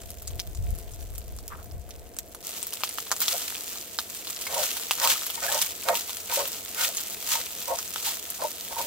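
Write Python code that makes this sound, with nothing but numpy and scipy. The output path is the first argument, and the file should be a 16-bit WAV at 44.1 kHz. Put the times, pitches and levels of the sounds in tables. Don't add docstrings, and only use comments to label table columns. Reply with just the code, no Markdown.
import sys
import numpy as np
from scipy import signal
from scipy.fft import rfft, irfft, next_fast_len
from scipy.io import wavfile
from scipy.ndimage import uniform_filter1d

SR = 44100
rng = np.random.default_rng(int(sys.argv[2]) if len(sys.argv) > 2 else 0)


def invert_db(x):
    u = np.asarray(x, float) / 20
    return 10 ** u


def inscribe(sig):
    pcm = np.round(np.clip(np.atleast_2d(sig).T, -1, 1) * 32767)
    wavfile.write(sys.argv[1], SR, pcm.astype(np.int16))


N = 390726

# t/s, peak level/dB, centre f/Hz, thump level above crack/dB
POPS = [(2.4483, -25, 6170, -30), (2.628, -15, 8040, -31), (2.668, -19.5, 13500, -27),
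        (2.7242, -22.5, 2850, -23), (2.7324, -18, 8390, -24.5), (2.8059, -23, 8190, -20),
        (2.8349, -8, 2600, -17), (2.8923, -19, 9290, -34), (2.9397, -25, 13700, -28),
        (2.9838, -12.5, 2770, -13.5), (3.068, -25, 3500, -18), (3.106, -24, 2500, -12),
        (3.115, -7.5, 6460, -13), (3.1642, -16, 7820, -27), (3.2036, -9, 14400, -32),
        (3.2166, -8.5, 13900, -23), (3.2809, -6, 3950, -26), (3.5229, -24, 13100, -15.5),
        (3.7563, -20, 3990, -22), (3.9874, -10, 4400, -17), (4.0996, -24, 7930, -29),
        (4.2706, -19, 4030, -21), (4.3001, -19.5, 7820, -22), (4.363, -22, 5080, -29),
        (4.4118, -16.5, 7910, -38), (4.4672, -19, 2160, -18), (4.5426, -13, 11400, -26),
        (4.6333, -15.5, 6530, -18), (4.768, -12.5, 13200, -23), (4.797, -17.5, 8170, -26)]
# t/s, peak level/dB, centre f/Hz,
# thump level above crack/dB
CRACKLES = [(4.9093, -3.5, 2760, -18), (4.9835, -24, 3640, -11), (5.017, -16, 5070, -13.5),
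            (5.0738, -7.5, 2700, -19), (5.219, -20, 8000, -20), (5.2654, -16, 12900, -24),
            (5.3003, -16.5, 2930, -18.5), (5.4285, -19, 7260, -24), (5.5238, -8.5, 7840, -28),
            (5.545, -11, 6160, -24), (5.5777, -19, 8260, -28), (5.6172, -5, 10500, -26),
            (5.8341, -22, 7490, -25), (5.886, -8, 3000, -12), (5.9528, -11, 2980, -21),
            (6.094, -20.5, 2640, -18), (6.17, -22, 9000, -30), (6.202, -22, 7000, -30),
            (6.337, -13, 13500, -32), (6.4757, -19, 14000, -27), (6.835, -16, 2970, -28),
            (6.9486, -18, 8640, -28), (6.97, -11, 7080, -40), (7.7106, -27, 13400, -16),
            (7.7874, -16.5, 5840, -19), (7.9591, -19, 3000, -11.5), (8.0286, -19, 8170, -30),
            (8.302, -18, 11400, -31), (8.4177, -22, 3960, -13), (3.1199, -12.5, 6800, -15),
            (3.197, -24, 12000, -25), (6.315, -20, 3900, -30)]
# delay t/s, level/dB
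ECHOES = [(.0047, -5.5), (.0095, -13), (0.017, -17)]
# f/Hz, width/Hz, level/dB
PAN_LOW = [(545, 17, -10), (545, 49, 1), (609, 30, -1), (685, 43, 2)]
PAN_MIDDLE = [(850, 34, -3), (920.4, 20, 6.5), (1040, 105, -14.5), (1085, 16, 0)]
PAN_HIGH = [(1270, 65, 4), (1356, 36, -4), (1490, 56, 3.5), (1860, 31, 1), (2180, 42, 0), (2430, 120, -2.5)]


def evened(x):
    return x / np.sqrt(np.mean(x ** 2) + 1e-20)


def read(points, hz):
    f, value = np.transpose(points)
    return np.interp(np.log(hz + 1), np.log(f + 1), value)


def level_at(points, t):
    s, db = np.transpose(points)
    return np.interp(t, s, db)


def add(mix, s, sound):
    part = mix[..., round(s * SR):][..., :sound.shape[-1]]
    part += sound[..., :part.shape[-1]]


def coloured(x, points):
    size = next_fast_len(x.shape[-1])
    gain = invert_db(read(points, np.fft.rfftfreq(size, 1 / SR)))
    return irfft(rfft(x, size) * gain, size)[..., :x.shape[-1]]


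def highpassed(x, hz):
    return signal.sosfilt(signal.butter(2, hz, "high", fs=SR, output="sos"), x)


def resonate(x, hz, width):
    r = np.exp(-np.pi * width / SR)
    return 2 * signal.lfilter([1 - r], [1, -r * np.exp(2j * np.pi * hz / SR)], x).real


def ring(force, modes):
    return sum(invert_db(db) * resonate(resonate(force, hz, width), hz, 3.9 * width) / np.sqrt(width)
               for hz, width, db in modes)


def drift(shape, seconds):
    size = max(int(seconds * SR), 1)
    return evened(uniform_filter1d(uniform_filter1d(rng.standard_normal(shape), size), size))


def swells(floor_db, events, t):
    power = invert_db(floor_db) ** 2
    for s, db, rise_s, fall_s in events:
        drop_db = 10 * np.maximum((s - t) / rise_s, (t - s) / fall_s)
        power = power + invert_db(db - drop_db) ** 2
    return 10 * np.log10(power)


def fizz(per_s=1100, spread_db=4.9, crack_s=0.0005, hiss=0.8, flutter_db=0.95, body_db=0.71):
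    # t/s, level/dB
    heat = [(0.0, -56), (1.4, -57.5), (1.91, -60.5), (2.3, -57.5), (2.43, -58.5), (2.441, -43),
            (2.6, -46.5), (4.3, -46.5), (4.96, -46.5), (5.7, -44), (8.86, -44)]
    # peak t/s, level/dB, 10 dB rise/s, 10 dB fall/s
    flares = [(2.57, -41, .04, .03), (2.92, -43.5, .1, .05), (3.225, -33.5, .008, .05),
              (3.29, -34, .04, .23), (3.455, -42, .06, .03), (3.56, -41, .04, .035), (3.72, -42, .1, .1),
              (8.435, -41, .03, .05), (4.16, -44, .06, .06), (4.3, -43, .06, .03), (4.42, -41, .04, .04),
              (4.642, -33.5, .18, .15), (4.86, -42, .15, .04), (5.035, -34, .03, .1), (5.12, -28, .11, .04),
              (5.2, -40, .05, .2), (5.44, -37.5, .025, .15), (5.61, -33.5, .2, .07),
              (5.885, -36, .04, .035), (5.963, -33, .03, .05), (6.08, -42, .05, .05),
              (6.345, -33.5, .04, .2), (6.8, -32, .035, .1), (6.85, -32, .06, .03), (6.98, -40, .08, .12),
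              (7.33, -30.5, .07, .09), (7.63, -42, .1, .1), (7.787, -40, .15, .12),
              (8.085, -32.5, .08, .055), (8.81, -38, .09, .08)]
    # f/Hz, level/dB per Hz
    fizz_colour = [(470, -33), (800, -4), (1090, -3.5), (1170, -5), (1270, -0.5), (1590, -6), (2910, -2.5),
                   (5240, -3.5), (7830, 2), (9940, -2.5), (15000, 3), (16000, -3)]
    spray = [(s + .005, db - 27, .004, .022) for s, db, *_ in POPS + CRACKLES]
    coarse = np.arange(0, N + 64, 64) / SR
    level_db = swells(level_at(heat, coarse), flares + spray, coarse)
    level_db = np.interp(np.arange(N) / SR, coarse, level_db)

    size = invert_db(spread_db * np.minimum(rng.exponential(1, N), 3.9))
    size = size * (rng.random(N) < per_s / SR)
    kind = rng.integers(0, 4, N)
    noise = rng.standard_normal((3, N))
    cracks = 0
    for k, band in enumerate([(1500, 5000), (3500, 9000), (8000, 18000), (1500, 18000)]):
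        bursts = signal.lfilter([1], [1, -np.exp(-1 / (crack_s * SR))], size * (kind == k))
        cracks = cracks + signal.lfilter(*signal.butter(1, band, "band", fs=SR), bursts * noise)
    cracks = evened(cracks) * invert_db(-.45 * np.maximum(level_db + 47.5, -4))
    x = coloured(cracks + hiss * rng.standard_normal((3, N)), fizz_colour)
    x = x * invert_db(flutter_db * drift(N, 0.021))
    body = coloured(x, [(900, -15), (2000, -10), (3300, -5), (6000, -6.5), (9000, -15)])
    body = evened(body * invert_db(2.0 * drift(N, 0.0073)))
    return invert_db(level_db + 4.3) * (evened(x) + invert_db(body_db * (level_db + 35.5) - 1.5) * body)


def flame():
    # f/Hz, level/dB per Hz
    roar_colour = [(76, -21), (130, -12), (354, -5), (391, -7.5), (442, -2), (581, -8.5), (699, -1.5),
                   (772, -15), (929, -17.5), (1400, -26), (1490, -21), (2500, -26), (3250, -42),
                   (5500, -120)]
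    flutter_db = 1.1 * drift(N, .04)
    roar = evened(coloured(rng.standard_normal((3, N)), roar_colour))
    return invert_db(-51.5 + flutter_db) * roar


def wind(lumpy_db=2.0, left_db=2.5):
    # t/s, level/dB
    breeze = [(0.0, -55), (0.06, -50.5), (1.9, -50.5), (2.43, -62.5)]
    # peak t/s, level/dB, 10 dB rise/s, 10 dB fall/s
    gust_times = [(0.36, -36.5, .08, .025), (0.49, -43, .05, .06), (0.612, -31.5, .025, .12),
                  (0.75, -34, .15, .02), (1.15, -43, .2, .06), (1.35, -41, .1, .08), (1.77, -40, .07, .06)]
    # f/Hz, level/dB per Hz
    wind_colour = [(8.8, -35), (15, -12), (38, -1.5), (65, 1), (95, -3), (135, -17), (200, -24), (260, -51),
                   (440, -120)]
    calm_colour = [(8.8, -54), (15, -24), (27, -10), (41, -15), (65, 2.5), (93, 4), (134, -31), (200, 3.5),
                   (260, -19), (440, -120)]
    t, coarse = np.arange(N) / SR, np.arange(0, N + 64, 64) / SR
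    buffet = coloured(rng.standard_normal((2, N)), wind_colour)
    buffet = evened(buffet * invert_db(lumpy_db * drift((2, N), 0.01)))
    level_db = np.interp(t, coarse, swells(level_at(breeze, coarse), gust_times, coarse))
    side_db = np.array([[left_db], [-left_db]]) / 2
    buffet *= invert_db(level_db + 6.5 + side_db) * (t < breeze[-1][0])
    rumble = evened(coloured(rng.standard_normal((2, N)), calm_colour))
    return buffet + invert_db(-58.5) * rumble


def pop(s, db, hz, thump_db):
    t, noise = np.arange(2000) / SR, rng.standard_normal((3, 2000))
    snap = np.array([[-4.0], [0], [0]]) * np.exp(-t / .00004)
    sputter_db = -15 - .2 * (db + 20)
    sputter = invert_db(sputter_db + 4 * drift(2000, .001)) * np.exp(-t / .005)
    crack = snap + noise * (np.exp(-t / .0006) + sputter)
    crack = 0.24 * crack + resonate(crack, hz, 800 + 0.096 * hz)
    crack = highpassed(crack, 1000 + .28 * hz)
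    thump = resonate(2 * snap + noise * np.exp(-t / 0.0015), 1150, 700)
    thump = highpassed(resonate(thump, 1450, 1400), 550)
    direct = crack / abs(crack).max() + invert_db(thump_db + 7.5) * thump / abs(thump).max()
    burst = direct.copy()
    rough = noise[0, -40:] * np.exp(-np.arange(40) / 9.)
    smeared = signal.lfilter(rough / np.linalg.norm(rough), 1, direct + direct[::-1])
    for delay, loss_db in ECHOES:
        add(burst, delay, invert_db(loss_db) * smeared / 2)
    return s + .0008, invert_db(db + 6) * burst


def tick(s, db, hz, broad=.3):
    t = np.arange(700) / SR
    puff = rng.standard_normal((3, 700)) * (np.exp(-t / .0005) + .1 * np.exp(-t / .004))
    pitched = resonate(resonate(puff, hz, 1500 + .3 * hz), hz, 3000 + .4 * hz)
    crack = broad * np.diff(puff, prepend=0) + pitched
    crack = crack / abs(crack).max(1, keepdims=True)
    add(crack, ECHOES[0][0], invert_db(-9.0) * crack[::-1].copy())
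    return s + .0008, invert_db(db + 2.0) * crack


def brush(start, length, db):
    t = np.arange(0, length, 1 / SR)
    rub = rng.standard_normal((3, len(t))) * invert_db(2.5 * drift(len(t), 0.0014))
    rub = evened(resonate(resonate(rub, 1160, 480), 1160, 1000))
    swell_db = db - 14 * np.interp(t / length, [0, .4, 1], [1, 0, 1])
    return start, invert_db(swell_db) * rub * signal.windows.tukey(len(t), .2)


def stroke(start, length, low_db, middle_db, rasp_db, slips_per_s=1200, spread_db=2.5):
    # f/Hz, width/Hz, level/dB
    stand = [(73, 21, 3), (97, 69, 3)]
    t = np.arange(0, length, 1 / SR)
    low, middle, rasp = (np.interp(t / length, [0, loudest, 1], [1, 0, 1]) ** 1.5
                         for loudest in (.56, .47, .45))
    low_db = low_db - 26 * low
    middle_db = middle_db - 21 * middle
    rasp_db = rasp_db - 4 - 13 * rasp
    slips = invert_db(spread_db * rng.exponential(1, len(t))) * (rng.random(len(t)) < slips_per_s / SR)
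    slips = slips * rng.choice([-1., 1.], (3, len(t)))
    out = invert_db(0.34 * low_db - 45.5) * evened(ring(slips, stand))
    for modes, db in ((PAN_LOW, low_db), (PAN_MIDDLE, middle_db), (PAN_HIGH, rasp_db)):
        shaken = ring(slips, modes)
        steady = shaken / (uniform_filter1d(shaken ** 2, 1500) + 1e-9) ** .4
        steady = coloured(steady, [(300, -21), (480, 0)])
        out = out + invert_db(db) * evened(steady)
    return start, out * signal.windows.tukey(len(t), .35)


def knock(s, low_db, middle_db, high_db):
    blow = rng.standard_normal((3, 3000)) * np.exp(-np.arange(3000) / SR / 0.00044)
    rings = [ring(blow, modes) for modes in (PAN_LOW, PAN_MIDDLE, PAN_HIGH)]
    wood = resonate(blow, 1500, 1400)
    levels_db = (0, middle_db, high_db - 1, high_db - 5.0)
    return s, sum(invert_db(low_db + db - 3.0) * r / abs(r).max() for r, db in zip(rings + [wood], levels_db))


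def catch(s, db, hz, t60, ragged_db=1.8, waver=.35):
    t = np.arange(0, t60, 1 / SR)
    turns = hz * t + rng.random((3, 1)) + waver / 4 * drift(len(t), .004)
    level_db = db - 2.0 - 62 * (t / t60) ** 1.5 + ragged_db * drift(len(t), .003)
    rise = 1 - np.exp(-t / .0009)
    return s, invert_db(level_db) * rise * np.sin(2 * np.pi * turns)


def ports(x, lag_samples=1.91):
    # f/Hz, share/0-1
    alike = [(100, 1), (300, 0.68), (600, 0.84), (1200, 0.32), (2500, 0.4), (5000, 0.49), (9000, 0),
             (15000, 0)]
    size = next_fast_len(N)
    hz, z = np.fft.rfftfreq(size, 1 / SR), rfft(x, size)
    share = np.sqrt(np.clip(read(alike, hz), 0, 1))
    late = np.exp(-2j * np.pi * hz / SR * np.array([[lag_samples], [0]]))
    return irfft(share * late * z[0] + np.sqrt(1 - share ** 2) * z[1:], size)[:, :N]


def scene():
    # t/s, peak level/dB, centre f/Hz, thump level above crack/dB
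    spits = [(0.0164, -28, 7500, -22), (0.1037, -23, 11900, -34), (0.2209, -27, 14200, -28),
             (0.2728, -24, 7100, -30), (0.2773, -20, 7200, -35), (0.3047, -35, 3420, -21),
             (0.394, -21, 3100, -36), (0.398, -15, 5800, -40), (0.5484, -28, 7000, -25),
             (0.7048, -29, 12500, -37), (0.7502, -30, 12000, -30), (0.7861, -26, 11900, -26),
             (0.9193, -34, 8580, -24), (0.9358, -30, 6150, -26), (1.1378, -34, 12800, -21),
             (1.1508, -29, 8300, -28), (1.18, -24, 13000, -29), (1.387, -29.5, 5580, -20),
             (1.479, -21, 14400, -34), (1.6426, -35, 14400, -25), (1.7115, -35, 5410, -26),
             (1.8906, -34, 11500, -18), (1.9067, -29.5, 5490, -36), (2.1658, -26, 7840, -23),
             (2.1868, -15, 7200, -29.5), (2.347, -23, 11100, -20.5), (2.4269, -29, 5380, -26)]
    # t/s, peak level/dB, centre f/Hz
    ticks = [(0.0344, -35, 8140), (0.0722, -34, 11600), (0.1844, -34, 6570), (0.3556, -31, 15400),
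             (0.5117, -36, 7470), (0.6674, -34, 3050), (0.7144, -35, 11600), (0.7554, -34, 13300),
             (0.8779, -36, 3360), (1.0086, -31, 5250), (1.2164, -36, 4000), (1.3638, -28, 10700),
             (1.4374, -39, 5300), (1.5908, -36, 14400), (1.9535, -38, 3000), (2.2603, -35, 15300),
             (2.2942, -34, 13000), (2.5084, -23, 7320), (2.5691, -23, 8260), (2.7546, -26, 7570),
             (2.8754, -19, 3560), (3.2334, -17, 5720), (3.5508, -18, 3200), (3.6681, -24, 6410),
             (3.7304, -24, 7050), (3.9994, -19, 7980), (4.152, -25, 15400), (4.1714, -24, 8270),
             (4.3054, -19, 14900), (4.4184, -20, 4910), (4.6034, -16, 6320), (4.7301, -19, 7790),
             (4.8094, -18, 15700), (4.8329, -24, 3420), (5.0554, -10, 4350), (5.1013, -11, 3710),
             (5.1174, -10, 2640), (5.1244, -12, 6370), (5.3054, -19, 14300), (5.6214, -13, 15300),
             (6.7062, -24, 15100), (6.7955, -15, 2970), (6.8474, -12, 3390), (7.0034, -21, 13400),
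             (7.008, -20, 8420), (7.1053, -21, 15500), (7.1357, -24, 14200), (7.2245, -24, 13500),
             (7.2444, -24, 4730), (7.6246, -20, 14400), (7.877, -22, 6310), (8.4357, -17, 11800),
             (8.4821, -23, 8260), (8.7814, -24, 2990)]
    # t/s, length/s, level/dB
    brushes = [
        (1.5, .065, -37),
        (1.567, .063, -47),
    ]
    # t/s, length/s, low modes level/dB, middle modes level/dB, rasp level/dB
    strokes = [(3.31, .075, -34, -53, -47), (4.45, .24, -32.5, -38, -42), (4.965, .17, -35.5, -33, -33),
               (5.08, .09, -44, -44, -39), (5.37, .035, -52, -47, -39), (5.41, .075, -37, -41, -32),
               (5.47, .14, -35, -39, -35), (5.848, .117, -26, -32, -30), (6.292, .055, -43, -43, -35),
               (6.36, .085, -34, -35, -36), (6.74, .15, -44, -43, -33), (6.83, .12, -41, -55, -48),
               (7.25, .17, -47, -43, -40), (7.33, .11, -44, -50, -50), (7.66, .12, -30, -33, -46),
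               (8.035, .11, -54, -45, -56), (8.375, .11, -36, -38, -46), (8.695, .05, -44, -42, -47),
               (8.745, .1, -42, -37, -42)]
    # t/s, low modes peak level/dB, middle and high level above those/dB
    knocks = [(3.326, -44, -20, -16), (5.374, -39, 4, 15), (5.423, -25, -9, -5), (5.484, -30, -3, 3),
              (5.883, -14, -13, -11), (6.296, -30, 0, 9), (6.322, -42, 2, 1), (6.372, -25, -4, -11),
              (7.704, -21, -15, -25), (8.42, -24, -15, -20), (8.714, -34, 5, -8), (8.785, -30, 4, 4)]
    # t/s, peak level/dB, f/Hz, t60/s
    catches = [(4.467, -34, 2170, .06), (4.565, -31, 915, .14), (4.523, -29, 530, .1), (4.55, -31, 668, .1),
               (4.585, -26, 600, .12), (5.028, -22, 939, .12), (5.054, -22, 1090, .05),
               (5.101, -27, 2200, .06), (5.155, -31, 1260, .04), (5.375, -33, 934, .07),
               (5.441, -30, 1470, .08), (5.452, -28, 690, .07), (5.481, -25, 1700, .05),
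               (5.488, -27, 820, .08), (5.515, -28, 560, .12), (5.517, -33, 1835, .15),
               (5.54, -28, 920, .1), (5.546, -26, 600, .1), (5.57, -30, 900, .07), (5.854, -32, 690, .1),
               (5.893, -20, 689, .08), (5.905, -19, 600, .1), (5.934, -29, 940, .1),
               (6.296, -27, 1240, .04), (6.321, -28, 923, .07), (6.372, -24, 533, .1),
               (6.386, -25, 560, .07), (6.403, -25, 1050, .06), (6.417, -30, 550, .13),
               (6.78, -32, 1450, .1), (6.804, -29, 2950, .07), (6.822, -31, 1450, .1),
               (6.878, -37, 600, .12), (7.319, -29, 1270, .06), (7.352, -29, 921, .08),
               (7.677, -30, 545, .08), (7.677, -30, 942, .12), (7.71, -22, 934, .15), (7.72, -18, 680, .09),
               (8.069, -33, 921, .1), (8.403, -31, 692, .08), (8.421, -24, 600, .045),
               (8.421, -24, 1000, .05), (8.44, -22, 925, .08), (8.447, -22, 600, .07),
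               (8.714, -33, 934, .1), (8.764, -30, 923, .08), (8.79, -31, 931, .15), (8.797, -35, 560, .1),
               (8.845, -37, 550, .1)]
    pan = fizz() + flame()
    for source, events in ((pop, spits + POPS + CRACKLES), (tick, ticks), (brush, brushes),
                           (stroke, strokes), (knock, knocks), (catch, catches)):
        for event in events:
            add(pan, *source(*event))
    return ports(pan) + wind()


def low_pass(x):
    return signal.sosfilt(signal.butter(12, 16980, fs=SR, output="sos"), x)


def record(dry):
    limited = coloured(dry, [(15800, 0), (15950, -45), (16900, -60), (17000, -100)])
    return low_pass(limited)


dry = scene()
out = record(dry)
inscribe(out)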